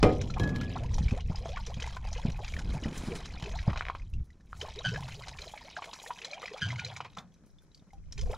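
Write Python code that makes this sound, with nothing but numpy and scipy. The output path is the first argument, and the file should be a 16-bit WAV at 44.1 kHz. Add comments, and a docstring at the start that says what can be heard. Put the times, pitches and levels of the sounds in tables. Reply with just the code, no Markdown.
"""A spring spouts from a stone wall into a basin: trapped air gurgles, drops plop, tiny bubbles fizz.
Twice the stream smacks into a cupped hand and sinks to a dribble.
At the start a bottle is set on the basin's rim, clinks against a second one and rocks. Later a shoe
scuffs, and there are two short squeaks over dull thuds, the second with a faint repeat.
Light wind buffets the microphone, which stands on the rim."""
import sys
import numpy as np
from scipy import signal
from scipy.fft import rfft, irfft, next_fast_len
from scipy.io import wavfile
from scipy.ndimage import map_coordinates

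SR = 44100
rng = np.random.default_rng(int(sys.argv[2]) if len(sys.argv) > 2 else 0)


def store_wav(level_fs):
    """Save 16-bit WAV to argv[1]."""
    pcm = np.round(np.clip(np.atleast_2d(level_fs), -1, 1) * 32767)
    wavfile.write(sys.argv[1], SR, pcm.T.astype(np.int16))


N = 369116
T = np.arange(N) / SR

# Levels in the tables are relative: the functions add gains of their own.
# the stream falls freely on the pool: start_s, end_s, level_db
FREE_POURS = [(-.3, 3.766, -55.5), (4.64, 6.9, -55), (8.31, 8.6, -57)]
# the jet falters for a moment: middle_s, change_db
JET_LULLS = [(.88, -7.5), (1.247, -15.5), (2.01, -13), (2.659, -3)]
# tone colour of the splash: frequency_hz, level_db
SPLASH_COLOUR = [(250, -18.5), (450, 4.5), (900, 7.5), (1500, -3.5), (2400, 4), (3500, 0.5), (5000, -3.5),
                 (6500, -9), (7900, -15.5), (9500, -18), (12000, -43), (15500, -68)]
# tone colour of the spray and of the fine hiss: frequency_hz, level_db
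HISS_COLOUR = [(1000, -24), (4000, 0.5), (7000, 11.5), (8200, 4.5), (10000, 2.5), (13000, -6),
               (15500, -12.5)]
# a fine, high hiss swells and fades: start_s, length_s, level_db
HISS_SWELLS = [(2.4, 0.2, -68), (2.93, 0.091, -63), (4.49, 0.2, -65), (4.87, 0.45, -68.5),
               (5.3, 0.39, -68.5), (5.8, 0.45, -65), (8.1, 0.52, -75)]
# air pockets close under the jet: start_s, length_s, level_db, first_pitch_hz, last_pitch_hz
AIR_POCKETS = [(0.233, 0.041, -51, 446, 920), (0.362, 0.021, -36.5, 727, 1080),
               (0.753, 0.02, -39, 750, 990), (0.801, 0.054, -46, 526, 1050), (1.12, 0.025, -44.5, 418, 516),
               (1.154, 0.039, -42, 455, 1110), (1.301, 0.023, -48, 549, 1110),
               (1.406, 0.052, -49, 449, 843), (1.485, 0.072, -45.5, 553, 943),
               (1.674, 0.051, -45, 447, 1100), (1.814, 0.035, -49, 440, 1020), (2.16, 0.04, -43, 448, 1030),
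               (2.23, 0.042, -49.5, 556, 850), (2.395, 0.042, -47.5, 413, 900),
               (2.742, 0.03, -44, 652, 910), (3.098, 0.041, -39, 394, 486), (3.448, 0.031, -41.5, 408, 423),
               (3.535, 0.031, -43, 628, 1070), (3.667, 0.017, -41, 715, 1110),
               (4.614, 0.045, -41.5, 436, 1120), (4.763, 0.056, -43.5, 404, 1300),
               (4.844, 0.019, -43.5, 635, 865), (4.916, 0.08, -43, 435, 1010),
               (5.015, 0.018, -46, 764, 1090), (5.154, 0.045, -55, 406, 431.4),
               (5.262, 0.041, -61, 554, 1170), (5.393, 0.057, -53.5, 404, 1330),
               (5.455, 0.0225, -45.5, 443, 470), (5.645, 0.041, -52, 510, 945),
               (5.771, 0.022, -38.5, 710, 1115), (5.867, 0.03, -47.5, 598, 860),
               (6.062, 0.043, -49, 439, 980), (6.205, 0.09, -54, 427, 824), (6.307, 0.081, -45.5, 572, 830),
               (6.429, 0.017, -45, 423, 620), (6.511, 0.055, -43, 426, 960),
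               (6.664, 0.022, -51.5, 660, 1100), (6.854, 0.087, -50.5, 486, 1010),
               (8.181, 0.065, -51.5, 411, 613), (8.255, 0.057, -46, 450, 870),
               (8.296, 0.046, -36.5, 412.4, 910)]
# big drops hit the pool: start_s, level_db, pitch_hz, splat_db
BIG_DROPS = [(0.211, -38, 2450, -33.5), (0.303, -32, 4040, -62), (0.339, -34, 2390, -51),
             (0.756, -35, 900, -47), (0.941, -28, 5700, -49), (0.981, -30.5, 822, -35.5),
             (1.082, -32.5, 2290, -64), (1.357, -31.5, 5000, -58), (1.456, -28.5, 662, -50),
             (1.559, -32.5, 2300, -63), (1.569, -27, 1120, -60), (1.572, -37, 2190, -56),
             (1.576, -32.5, 1410, -56), (1.664, -31.5, 5880, -40), (1.741, -33, 3230, -54),
             (1.799, -31.5, 2480, -41), (1.822, -26, 3050, -34.5), (1.873, -34, 925, -38),
             (1.966, -31, 1014, -56), (2.128, -30, 5800, -36), (2.39, -35, 814, -54),
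             (2.445, -28.5, 2680, -57), (2.479, -34, 2280, -37), (2.537, -29, 2300, -57),
             (2.587, -34, 1470, -35), (2.836, -30, 2900, -57), (3.254, -34.5, 3900, -36.5),
             (3.439, -29.5, 3030, -62), (3.773, -28, 2470, -45), (4.613, -24, 3040, -39),
             (4.683, -36.5, 880, -63), (4.788, -30.5, 3800, -56), (4.886, -27, 2590, -47),
             (4.938, -35, 5140, -54), (4.959, -28, 1640, -52), (5.28, -40, 820, -32.5),
             (5.386, -31, 2370, -43), (5.418, -31, 4080, -50), (5.537, -33.5, 827, -54),
             (5.575, -35, 2230, -60), (5.766, -26.5, 1600, -42), (5.931, -39, 1020, -35.5),
             (6.105, -26, 960, -68), (6.187, -34.5, 3040, -55), (6.246, -25.5, 3960, -30.5),
             (6.312, -34.5, 4100, -61), (6.332, -30.5, 2360, -59), (6.429, -33, 1190, -60),
             (6.436, -33.5, 1970, -64), (6.456, -31.5, 2330, -60), (6.479, -31.5, 1980, -58),
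             (6.582, -37, 2330, -57), (6.704, -26.5, 2050, -65), (6.728, -33, 980, -62),
             (6.758, -32, 2170, -62), (6.794, -24.5, 2380, -58), (6.847, -24.5, 4050, -56),
             (6.863, -33.5, 2320, -61), (6.963, -32.5, 2300, -34.5), (7.168, -38.5, 1250, -45.5),
             (7.184, -31, 3535, -48), (8.123, -31, 5410, -49), (8.177, -35, 2410, -36),
             (8.191, -33.5, 3100, -46), (8.211, -29.5, 5140, -43)]
# short wet pops with a splutter, mostly as the hand meets the stream:
# start_s, level_db, pitch_hz, ring_cycles, splutter_db
WET_SMACKS = [(3.696, -32, 1130, 2, -42), (3.701, -26, 1690, 1, -35), (3.731, -26, 1130, 1.3, -38),
              (3.759, -25, 1090, 1.3, -34), (3.775, -28, 1380, 1, -36), (3.809, -10.5, 1410, 0.79, -37.5),
              (3.823, -22, 2100, 0.88, -43), (3.853, -17, 2050, .7, -49), (3.866, -23.5, 2000, 0.8, -41),
              (3.885, -13, 1830, 0.62, -40), (3.899, -14.5, 1040, 1.2, -37.5), (3.95, -24, 1060, 1.1, -41),
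              (4.53, -25, 1270, 1.64, -62), (5.821, -30, 890, 1.7, -38.5), (7.004, -28.5, 980, 2.4, -35),
              (7.047, -44, 990, 2, -38), (7.057, -39.5, 990, 4.3, -46)]
# tone colour of the splutter after a smack: frequency_hz, level_db
SPLUTTER_COLOUR = [(300, -17), (650, -2.5), (1100, 0.5), (1700, -10.5), (2400, -4.5), (3500, -13),
                   (6000, -27), (12000, -54)]
# single drips get past the hand: start_s, level_db, pitch_hz, ring_cycles
HAND_DRIPS = [(4.136, -42.5, 2720, 18), (4.303, -52, 1960, 11), (4.407, -55, 1760, 5),
              (7.341, -53.5, 5980, 8.2), (7.502, -61, 5360, 15), (7.585, -53.5, 3520, 22),
              (7.716, -57, 3900, 11), (7.746, -42.5, 4560, 16), (7.775, -50.5, 4580, 13),
              (7.795, -55, 3630, 8.1), (7.905, -56.5, 2090, 14), (7.932, -47, 793, 17)]

# the bottle lands and settles on its edge: start_s, ring_db, thud_db, crack_db
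BOTTLE_LANDINGS = [(.028, -15, -18, -17), (.062, -26, -34.5, -38.5), (.09, -32.5, -33.5, -51.5)]
# notes of the bottle on the rim: pitch_hz, level_db, fade_s (the time to fall by 60 dB)
BOTTLE_NOTES = [(172, 2, .13), (232, -5, .16), (280, -12, .5), (319, -9, .3), (366, -7.5, .27),
                (428, -8, .32), (468, -4, .3), (501, -4.5, .33), (531, -9, .26), (591, -13, .3),
                (743, -10, .25), (807, -13, .3), (1135, -13, .15), (1242, -12, .18), (2078, -21, .16),
                (2374, -20, .16), (5249, -29.5, .12)]
# notes of bottle against bottle: pitch_hz, level_db, fade_s
CLINK_NOTES = [(178, -20, 0.39), (253, -4, 1.32), (379, -16, 1.6), (1180, -19.5, 1.1), (2560, -26, 0.61),
               (3250, -18, 0.37)]
# tone colour of a blow's thud: frequency_hz, level_db
THUD_COLOUR = [(40, -28), (170, -3), (420, 1.5), (800, -8), (1600, -14.5), (3000, -17.5), (6000, -35.5),
               (10000, -45.5), (15000, -61)]
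# how long the thud lasts: frequency_hz, fade_s
THUD_FADE = [(100, 0.082), (450, 0.43), (1200, .16), (3000, 0.12), (10000, 0.081)]
# tone colour of the rim's dull boom: frequency_hz, level_db
BOOM_COLOUR = [(30, -35.5), (70, -7.5), (110, 0), (170, -3), (260, -10), (450, -16.5), (900, -27),
               (2500, -43), (8000, -85)]
# how long the boom lasts: frequency_hz, fade_s
BOOM_FADE = [(100, 3.8), (200, 1), (500, 1.4), (2000, 0.59)]
# the bottles touch as they rock: start_s, level_db
BOTTLE_TOUCHES = [(0.396, -33.5), (0.433, -38.5), (0.475, -42), (.492, -41.5), (0.56, -35.5),
                  (0.612, -36.5)]
# the clink's main note wavers: time_s, level_db
CLINK_LEVEL = [(.396, -140), (.402, -44), (.425, -35), (.47, -34.5), (.508, -41), (.53, -55), (.553, -41),
               (.575, -43), (.598, -52), (.62, -43.5), (.655, -44), (.695, -59), (.73, -56), (1.7, -140)]
# squeaks: start_s, level_db, lower_pitch_hz, upper_over_lower_db, thud_db, thud_pitch_hz
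SQUEAK_EVENTS = [(4.841, -26, 1488, -4.5, -28.5, 135), (6.611, -27.5, 1474, 2, -28.5, 119.6),
                 (6.777, -40.5, 1455, -10, -54, 121.6)]
# a squeak's tone and overtones: pitch_multiple, level_db
SQUEAK_HARMONICS = [(1, 0), (2, -3), (3, -13), (4, -21)]
# a sole scuffs on grit: start_s, length_s, level_db
SOLE_SCUFFS = [(2.73, 0.015, -48), (2.923, 0.088, -48.5), (3.017, 0.071, -50), (3.149, 0.014, -39.5)]

# the breeze dies down and briefly returns: time_s, level_db
BREEZE_LEVEL = [(0, -27.5), (.45, -39), (.95, -32.5), (1.22, -36.5), (1.5, -36.5), (2.9, -38.5), (3.2, -43),
                (4.1, -40.5), (4.4, -59.5), (4.55, -42.5), (5.3, -50), (6.2, -78), (7.85, -76),
                (8.0, -47.5), (8.37, -49)]
# gusts on top of the breeze: start_s, length_s, level_db
WIND_GUSTS = [(.94, 0.18, -28), (2.5, 0.29, -40), (3.47, 0.16, -32.5), (3.69, .1, -34), (4.12, 0.13, -32),
              (8.15, 0.19, -37)]
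# tone colour of wind on the microphone: frequency_hz, level_db
WIND_COLOUR = [(10, -2), (25, 1), (60, 3.5), (110, -6.5), (170, -14), (260, -30.5), (450, -42.5),
               (1200, -100)]
# low bumps of air and footing: start_s, level_db, pitch_hz, puff_db
LOW_BUMPS = [(1.009, -19, 121, -45), (1.035, -21, 109, -45), (1.057, -18, 62, -51),
             (1.118, -16, 78.5, -26.5), (1.298, -18.5, 134, -33), (1.767, -27, 104, -36.5),
             (2.251, -14.5, 157, -26), (2.281, -19, 117, -32.5), (2.751, -23.5, 121, -46),
             (2.856, -24, 119, -27), (3.075, -31, 187, -30), (3.426, -26, 126, -42),
             (3.677, -14.5, 101, -23.5)]
# a rustle during a step over the rim: time_s, level_db
RUSTLE_LEVEL = [(2.4, -78), (2.55, -43), (2.75, -43), (2.83, -46), (2.865, -38), (2.93, -42), (2.98, -46.5),
                (3.1, -43.5), (3.22, -47), (3.6, -65)]
# tone colour of the quiet background air: frequency_hz, level_db
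AIR_COLOUR = [(15, -33.5), (25, 13.5), (178, 1), (457, -31.5), (582, -16.5), (804, -31), (1450, -19.5),
              (2770, -31), (3340, -31.5), (5880, -21.5), (15500, -49)]
# the stereo sound widens late: time_s, width (0 to 1)
STEREO_WIDTH = [(5.6, 0), (6.6, .65), (8.0, 1)]
# narrow bands that the microphone's opening weakens: centre_hz, width_hz, change_db
MICROPHONE_DIPS = [(2766, 97, -8.5), (3540, 160, -2), (4610, 170, -4), (8340, 260, -5.5)]


def stream():
    """The falling jet makes bubbles, spatters, ticks and fizz; each spatter throws a puff of spray."""
    small = bubble_cloud(clumps=1100, low_hz=1900, high_hz=6890, cycles=6, spread_db=4, clump_s=.004)
    large = bubble_cloud(clumps=220, low_hz=520, high_hz=2000, cycles=3.2, spread_db=1.5, clump_s=.008)
    bursts = patter(count=420, spread_db=4.5, rise_s=.004, fall_s=.0024)
    ticks = patter(count=70, spread_db=4, rise_s=.0002, fall_s=.0005)
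    spatter = (amp(-3.5) * bursts + amp(-19) * ticks) * noise(SPLASH_COLOUR)
    fizz = noise(SPLASH_COLOUR) * amp(.67 * wobble(40))
    puffs = amp(-22) * (bursts + ticks) * noise(HISS_COLOUR)
    water = amp(-.5) * small + amp(-3) * large + spatter + amp(-8) * fizz + puffs
    flow = amp(flow_db(T) + 1.5 * wobble(5.9))  # the jet surges slowly
    spray_level = amp(-29.5) * flow
    # one high noise serves both the spray and the separate swells of hiss
    hiss = (spray_level + swells(HISS_SWELLS)) * amp(5.3 * wobble(97)) * noise(HISS_COLOUR)
    return flow * water + hiss


def flow_db(t, dribble_db=-86, release_s=.25, catch_s=.47, half_lull_s=.03):
    """The splash swells as the hand lets go, dips in lulls and sinks as the hand catches the stream."""
    pours = []
    for start, end, db in FREE_POURS:
        times = [start - release_s, start, end, end + catch_s]
        pours.append(np.interp(t, times, [dribble_db, db, db, dribble_db]))
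    lulls = sum(db * np.exp(-((t - s) / half_lull_s) ** 4) for s, db in JET_LULLS)
    return np.max(pours, axis=0) + lulls


def bubble(t, hz, cycles, rise):
    """A bubble swells within a cycle, rings for some cycles and rises in pitch as it nears the surface."""
    age = hz * t / cycles
    phase = 2 * np.pi * cycles * (age + rise * (age - 1 + np.exp(-age)))
    return np.sin(phase) * np.exp(-age) * (1 - np.exp(-2 * hz * t))


def bubble_cloud(clumps, low_hz, high_hz, cycles, spread_db, clump_s):
    """Bubbles ring at random times, in clumps of four of similar pitch."""
    t = T[:int(30 * SR / low_hz)]
    clump_start = np.repeat(rng.uniform(0, N / SR, clumps), 4)[:, None]
    start = clump_start + clump_s * rng.exponential(size=(4 * clumps, 1))
    clump_hz = np.repeat(low_hz * (high_hz / low_hz) ** rng.random(clumps), 4)[:, None]
    hz = clump_hz * np.exp(.188 * rng.standard_normal(start.shape))
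    random_db = spread_db * np.clip(rng.standard_normal(start.shape), -2, 1.5)
    strength = hz * amp(along(SPLASH_COLOUR, hz) + random_db)
    ring_cycles = cycles * 2 ** rng.uniform(-1.1, 1, start.shape)
    rings = strength * bubble(t, hz, ring_cycles, rise=.01) * (1 - t / t[-1])
    index = (start * SR).astype(int) + np.arange(len(t))
    return unit(np.bincount(index.ravel(), rings.ravel(), N)[:N])  # add each ring at its own time


def gurgles():
    """An air pocket shrinks ever faster, so its note slides up, shaken by the falling water."""
    out = np.zeros(N)
    for s, length, db, first_hz, last_hz in AIR_POCKETS:
        t = T[:int(2 * length * SR)]
        progress = np.minimum(t / length, 1)
        radius = 1 + (first_hz / last_hz - 1) * progress ** 1.8  # as a share of the starting size
        pitch = first_hz / radius
        jitter = 1 + .047 * wobble(300, SR)[:len(t)]
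        phase = 2 * np.pi * np.cumsum(pitch * jitter) / SR
        flutter = amp(3 * wobble(130, SR)[:len(t)])
        note = (np.sin(phase) + amp(-17) * np.sin(2.2 * phase)) * flutter
        swell = (1 - np.exp(-t / .003)) / (1 + (t / length) ** 16)
        sag = amp(-6.5 * np.sin(np.pi * progress) ** 2)  # loudest as the pocket closes and as it bursts
        add(out, s, amp(db) * swell * sag * unit(note))
        # the pocket sheds three short glugs near its own note
        for when, detune, strength in rng.random((3, 3)):
            hz = np.interp(when * length, t, pitch) * 2 ** (.8 * detune - .2)
            glug = bubble(T[:SR // 20], hz, cycles=3.5, rise=.06)
            add(out, s + when * length, amp(db + 1.5 + 6 * strength) * glug)
    return out


def drops():
    """Each drop slaps the surface, traps a ringing bubble and throws a short, bright splat."""
    out, t = np.zeros(N), T[:SR // 12]
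    splat_colour = [(300, -17), (900, -5.5), (2500, -5), (6300, -6), (9000, -6), (15000, -27.5)]
    for s, db, hz, splat_db in list(BIG_DROPS) + small_drops():
        ring = bubble(t, hz, cycles=11.6, rise=.018) * amp(2.5 * wobble(500, len(t)))
        ring *= burst(t, rise_s=.0007, fall_s=.013)
        slap_colour = [(hz / 4, -25), (hz / 1.96, -4), (hz, 0),
                       (hz * 2, -5), (hz * 4, -19), (hz * 10, -55)]
        slap = noise_burst(slap_colour, t, rise_s=.0021, fall_s=.0045)
        splat = noise_burst(splat_colour, t, rise_s=.0039, fall_s=.0062) * amp(4 * wobble(700, len(t)))
        add(out, s, amp(db - 3) * ring + amp(db - 8.5) * slap + amp(splat_db - 1) * splat)
    # water is a soft target: little sound is left above the pitch of the smallest bubbles
    softness = [(6600, 2.5), (8000, -9), (12000, -20), (15500, -24)]
    return filtered(out, lambda hz: amp(along(softness, hz)))


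def small_drops(per_s=5, typical_hz=2400):
    """Random lesser drops whose strength follows the flow, listed like BIG_DROPS."""
    gap, strength, detune = rng.uniform(-1, 1, (200, 3)).T
    starts = np.cumsum(1 + gap) / per_s
    levels = flow_db(starts) + 22 + 2 * strength
    pitches = typical_hz * 2 ** (.87 * detune)
    return [(s, db, hz, db - 18) for s, db, hz in zip(starts, levels, pitches) if s < N / SR]


def smacks():
    """Trapped air gives short wet pops with a splutter, mostly as the hand meets the stream."""
    out, t = np.zeros(N), T[:SR // 10]
    for s, db, hz, cycles, splutter_db in WET_SMACKS:
        pop = bubble(t, hz, cycles, rise=.05)
        splutter = noise_burst(SPLUTTER_COLOUR, t, rise_s=.001, fall_s=.0079)
        add(out, s, amp(db + 2) * pop + amp(splutter_db + .5) * splutter)
    return out


def drips():
    """While the stream is held, single drips fall on still water: a soft ring and a tiny splash."""
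    out, t = np.zeros(N), T[:SR // 6]
    colour = [(800, -23), (3000, .5), (6000, 1), (8000, -9.5), (15000, -35)]
    for s, db, hz, cycles in HAND_DRIPS:
        ring = bubble(t, hz, cycles, rise=.012) * burst(t, rise_s=.00062, fall_s=.063)
        splash = noise_burst(colour, t, rise_s=.0015, fall_s=.0055)
        add(out, s, amp(db + .5) * (ring + amp(-12.5) * splash))
    return out


def spits():
    """Faint, uneven spits escape at the spout, even past the hand."""
    colour = [(2000, -14), (5500, 0), (8000, -7), (9800, -1), (15000, -16)]
    return amp(-87) * patter(count=110, spread_db=4, rise_s=.003, fall_s=.005) * noise(colour)


def bottle_blows():
    """The bottle lands, settles, then taps its neighbour; the rim booms under both main blows."""
    out, t = np.zeros(N), T[:SR // 10]
    land_s, tap_s = .028, .398
    for notes, blows in [(BOTTLE_NOTES, BOTTLE_LANDINGS), (CLINK_NOTES, [(tap_s, -30.5, -47, -34)])]:
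        for s, ring_db, thud_db, crack_db in blows:
            add(out, s, amp(ring_db) * ringing(notes))
            add(out, s, amp(thud_db) * fading(THUD_COLOUR, THUD_FADE))
            add(out, s, amp(crack_db) * noise_burst(SPLASH_COLOUR, t, rise_s=.00053, fall_s=.0038))
    for s, boom_db in [(land_s, -29), (tap_s, -27)]:
        add(out, s, amp(boom_db) * fading(BOOM_COLOUR, BOOM_FADE))
    return out


def ringing(notes):
    """A struck bottle rings with several notes, each dying at its own speed."""
    t = T[:2 * SR]
    ring = sum(amp(db - 60 * t / fade_s) * np.sin(2 * np.pi * (hz * t + rng.random()))
               for hz, db, fade_s in notes)
    return ring * (1 - np.exp(-t / .002))


def bottle_rocking(pitch_hz=1680):
    """One bottle rocks against the other: its main note swells and wavers, and each touch ticks."""
    out, t = np.zeros(N), T[:SR // 20]
    colour = [(500, -4), (2000, 8.5), (6000, 3), (8000, -9), (10000, -14), (15000, -25)]
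    for s, db in BOTTLE_TOUCHES:
        add(out, s, amp(db) * noise_burst(colour, t, rise_s=.0005, fall_s=.0039))
    return out + amp(curve(CLINK_LEVEL, T)) * np.sin(2 * np.pi * pitch_hz * T)


def squeaks(upper_hz=1594):
    """Two close notes beat over a rasp of friction; a low thud swells just behind and booms on."""
    out, t = np.zeros(N), T[:SR]
    rasp_colour = [(800, -16.5), (1600, -1), (3200, 2), (4800, -6),
                   (6400, -13), (9000, -19), (15000, -50.5)]
    for s, db, lower_hz, upper_db, thud_db, thud_hz in SQUEAK_EVENTS:
        pair = squeak_note(t, lower_hz) + amp(upper_db) * squeak_note(t, upper_hz)
        # raising the pair to the power k gives a cluster of notes near k times the pitch
        tone = sum(amp(level) * unit((pair ** k).imag) for k, level in SQUEAK_HARMONICS)
        rasp = unit(abs(pair)) * noise(rasp_colour, SR)
        add(out, s, amp(db) * (tone + amp(-13) * rasp) * burst(t, rise_s=.0095, fall_s=.03))
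        thud = np.sin(2 * np.pi * thud_hz * t + 1.77 * wobble(44.1, SR))
        thud *= burst(t, rise_s=.024, fall_s=.14)
        boom = filtered(fading(BOOM_COLOUR, BOOM_FADE), lambda hz: 1 / (1 + (hz / 230) ** 4))
        boom *= burst(t, rise_s=.009, fall_s=.3)
        add(out, s, amp(thud_db) * (thud + amp(-7.5) * boom))
    return out


def squeak_note(t, hz):
    """A rough note starts a little high and settles; its wave is given as complex numbers."""
    pitch = hz * (1 + .042 * np.exp(-t / .012) + .029 * wobble(900, len(t)))
    return np.exp(2j * np.pi * np.cumsum(pitch) / SR)


def scuffs():
    """Grit slides under a sole: a bright, grainy hiss."""
    out, t = np.zeros(N), T[:SR // 3]
    colour = [(400, 1), (2000, -1), (6000, -8), (10000, -13), (13000, -34), (15500, -32.5)]
    for s, length, db in SOLE_SCUFFS:
        grit = unit(noise(colour, len(t)) * amp(1.4 * wobble(700, len(t))))
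        add(out, s, amp(db + 5) * grit * burst(t, rise_s=length / 3, fall_s=length))
    return out


def dull_knock(start_s=7.172):
    """One soft knock near the spout leaves a short, dark tail."""
    out = np.zeros(N)
    colour = [(60, -26), (190, -1), (330, -30), (700, -11.5), (1400, -10.5), (4000, -35), (12000, -48)]
    add(out, start_s, amp(-43) * fading(colour, fade_times=[(200, .45), (1200, .18), (5000, .13)]))
    return out


def wind():
    """A dying breeze and a few gusts buffet the microphone with a lumpy rumble."""
    strength = amp(curve(BREEZE_LEVEL, T)) + swells(WIND_GUSTS)
    return strength * unit(noise(WIND_COLOUR) * amp(2.3 * wobble(14)))


def bumps():
    """Air and footing make low bumps: each is a very short, deep ring with a puff of air."""
    out, t = np.zeros(N), T[:SR // 4]
    colour = [(40, 0), (200, 4), (330, -11), (650, -13.5), (1500, -32), (4000, -81)]
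    for s, db, hz, puff_db in LOW_BUMPS:
        puff = noise_burst(colour, t, rise_s=.0022, fall_s=.018)
        add(out, s, amp(db + 9.5) * bubble(t, hz, cycles=.54, rise=.11) + amp(puff_db) * puff)
    return out


def rustle():
    """A step over the rim brings a broad, crunchy rustle."""
    rush = noise([(60, -23), (160, 11.5), (350, -2), (700, -12),
                  (1500, -17), (5000, -43.5), (10000, -38), (15000, -62.5)])
    crunch = unit(1 + patter(count=900, spread_db=4, rise_s=.001, fall_s=.004))
    return amp(curve(RUSTLE_LEVEL, T)) * crunch * rush


def wall_echo(sound):
    """The stone wall answers each sound with a short tail."""
    tail = fading([(200, -12), (2000, -7.5), (10000, 5)],
                  fade_times=[(200, .37), (2000, .11), (10000, .095)])
    return signal.fftconvolve(sound, tail / np.linalg.norm(tail))[:N]


def amp(db):
    """Turn decibels into a factor to multiply by."""
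    return 10 ** (np.asarray(db) / 20)


def unit(x):
    """Scale a sound to an average (rms) size of 1."""
    return x / np.sqrt(np.mean(x ** 2) + 1e-20)


def along(points, hz):
    """Read between (frequency_hz, value) points, with octaves evenly spaced."""
    frequencies, values = np.transpose(points)
    return np.interp(np.log(hz + 1), np.log(frequencies), values)


def curve(rows, t):
    """Read between (time_s, value) rows at times t."""
    return np.interp(t, *np.transpose(rows))


def wobble(per_s, size=N):
    """A smooth curve through per_s random values a second."""
    points = rng.standard_normal(int(size * per_s / SR) + 4)
    return map_coordinates(points, [np.arange(size) * per_s / SR])


def burst(t, rise_s, fall_s):
    """A loudness shape that swells and dies away."""
    return (1 - np.exp(-(t / rise_s) ** 2)) * np.exp(-t / fall_s)


def swells(rows):
    """Join smooth swells (start_s, length_s, level_db) into one loudness shape."""
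    return sum(amp(db) * np.sin(np.pi * np.clip((T - s) / length, 0, 1)) for s, length, db in rows)


def patter(count, spread_db, rise_s, fall_s):
    """The loudness shape of many small impacts at random times."""
    impacts = np.zeros(N)
    strengths = amp(spread_db * np.clip(rng.standard_normal(count), -2, 1.5))
    impacts[rng.integers(0, N, size=count)] = strengths
    return unit(signal.fftconvolve(impacts, burst(T[:SR // 20], rise_s, fall_s))[:N])


def filtered(x, response):
    """Multiply each frequency in a sound by response(hz)."""
    size = x.shape[-1]
    padded = next_fast_len(size + 8192)
    return irfft(rfft(x, padded) * response(np.fft.rfftfreq(padded, 1 / SR)), padded)[..., :size]


def noise(colour, size=N):
    """Noise with a tone colour given as (frequency_hz, level_db) points."""
    return unit(filtered(rng.standard_normal(size), lambda hz: amp(along(colour, hz))))


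def noise_burst(colour, t, rise_s, fall_s):
    """A puff of noise that swells and dies away."""
    return noise(colour, len(t)) * burst(t, rise_s, fall_s)


def fading(colour, fade_times):
    """One second of noise in which each frequency dies at its own speed: (frequency_hz, fade_s)."""
    hz, t, bands = signal.stft(noise(colour, SR), SR, nperseg=256)
    decay = amp(-60 * t / along(fade_times, hz)[:, None])
    tail = signal.istft(bands * decay, SR, nperseg=256)[1][:SR]
    return tail * (1 - np.exp(-(T[:SR] / .0005) ** 2))  # a slightly rounded start


def add(track, start_s, sound):
    """Mix a sound into the track at the given time."""
    part = track[max(0, round(start_s * SR)):][:len(sound)]
    part += sound[:len(part)]


def scene():
    """All sources lie almost straight ahead of the microphone's left and right openings."""
    near = stream() + gurgles() + drops() + smacks() + spits() + drips()
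    near += bottle_blows() + bottle_rocking() + squeaks() + scuffs() + dull_knock()
    echo = wall_echo(near)
    air = noise(AIR_COLOUR)
    middle = near + amp(-4.5) * echo + wind() + bumps() + rustle() + amp(-66.5) * air
    # the left hears slightly later and gets extra air noise; each side has its own wind and air
    left_lag_s = .000026
    lag = filtered(near, lambda hz: -1j * np.sin(np.pi * hz * left_lag_s))
    difference = lag + amp(-2) * wind() + amp(-64.5) * noise(AIR_COLOUR) + amp(-72) * air
    # the two sides hear different spray: a delayed copy of the highest treble
    treble_hz, treble_lag_s = 10620, .0011
    treble = filtered(near, lambda hz: np.exp(-2j * np.pi * hz * treble_lag_s)
                      * (1 - 1 / (1 + (hz / treble_hz) ** 20)))
    side = curve(STEREO_WIDTH, T) * difference + amp(-2.5) * treble
    return np.array([middle + side, middle - side])


def record(dry):
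    """The microphone's opening weakens a few narrow bands, and nothing is kept above top_hz."""
    def response(hz, top_hz=15700):
        dips_db = sum(db * np.exp(-((hz - centre) / width) ** 2) for centre, width, db in MICROPHONE_DIPS)
        return amp(dips_db) * (hz < top_hz)
    return filtered(dry, response)


dry = scene()
out = record(dry)
store_wav(out)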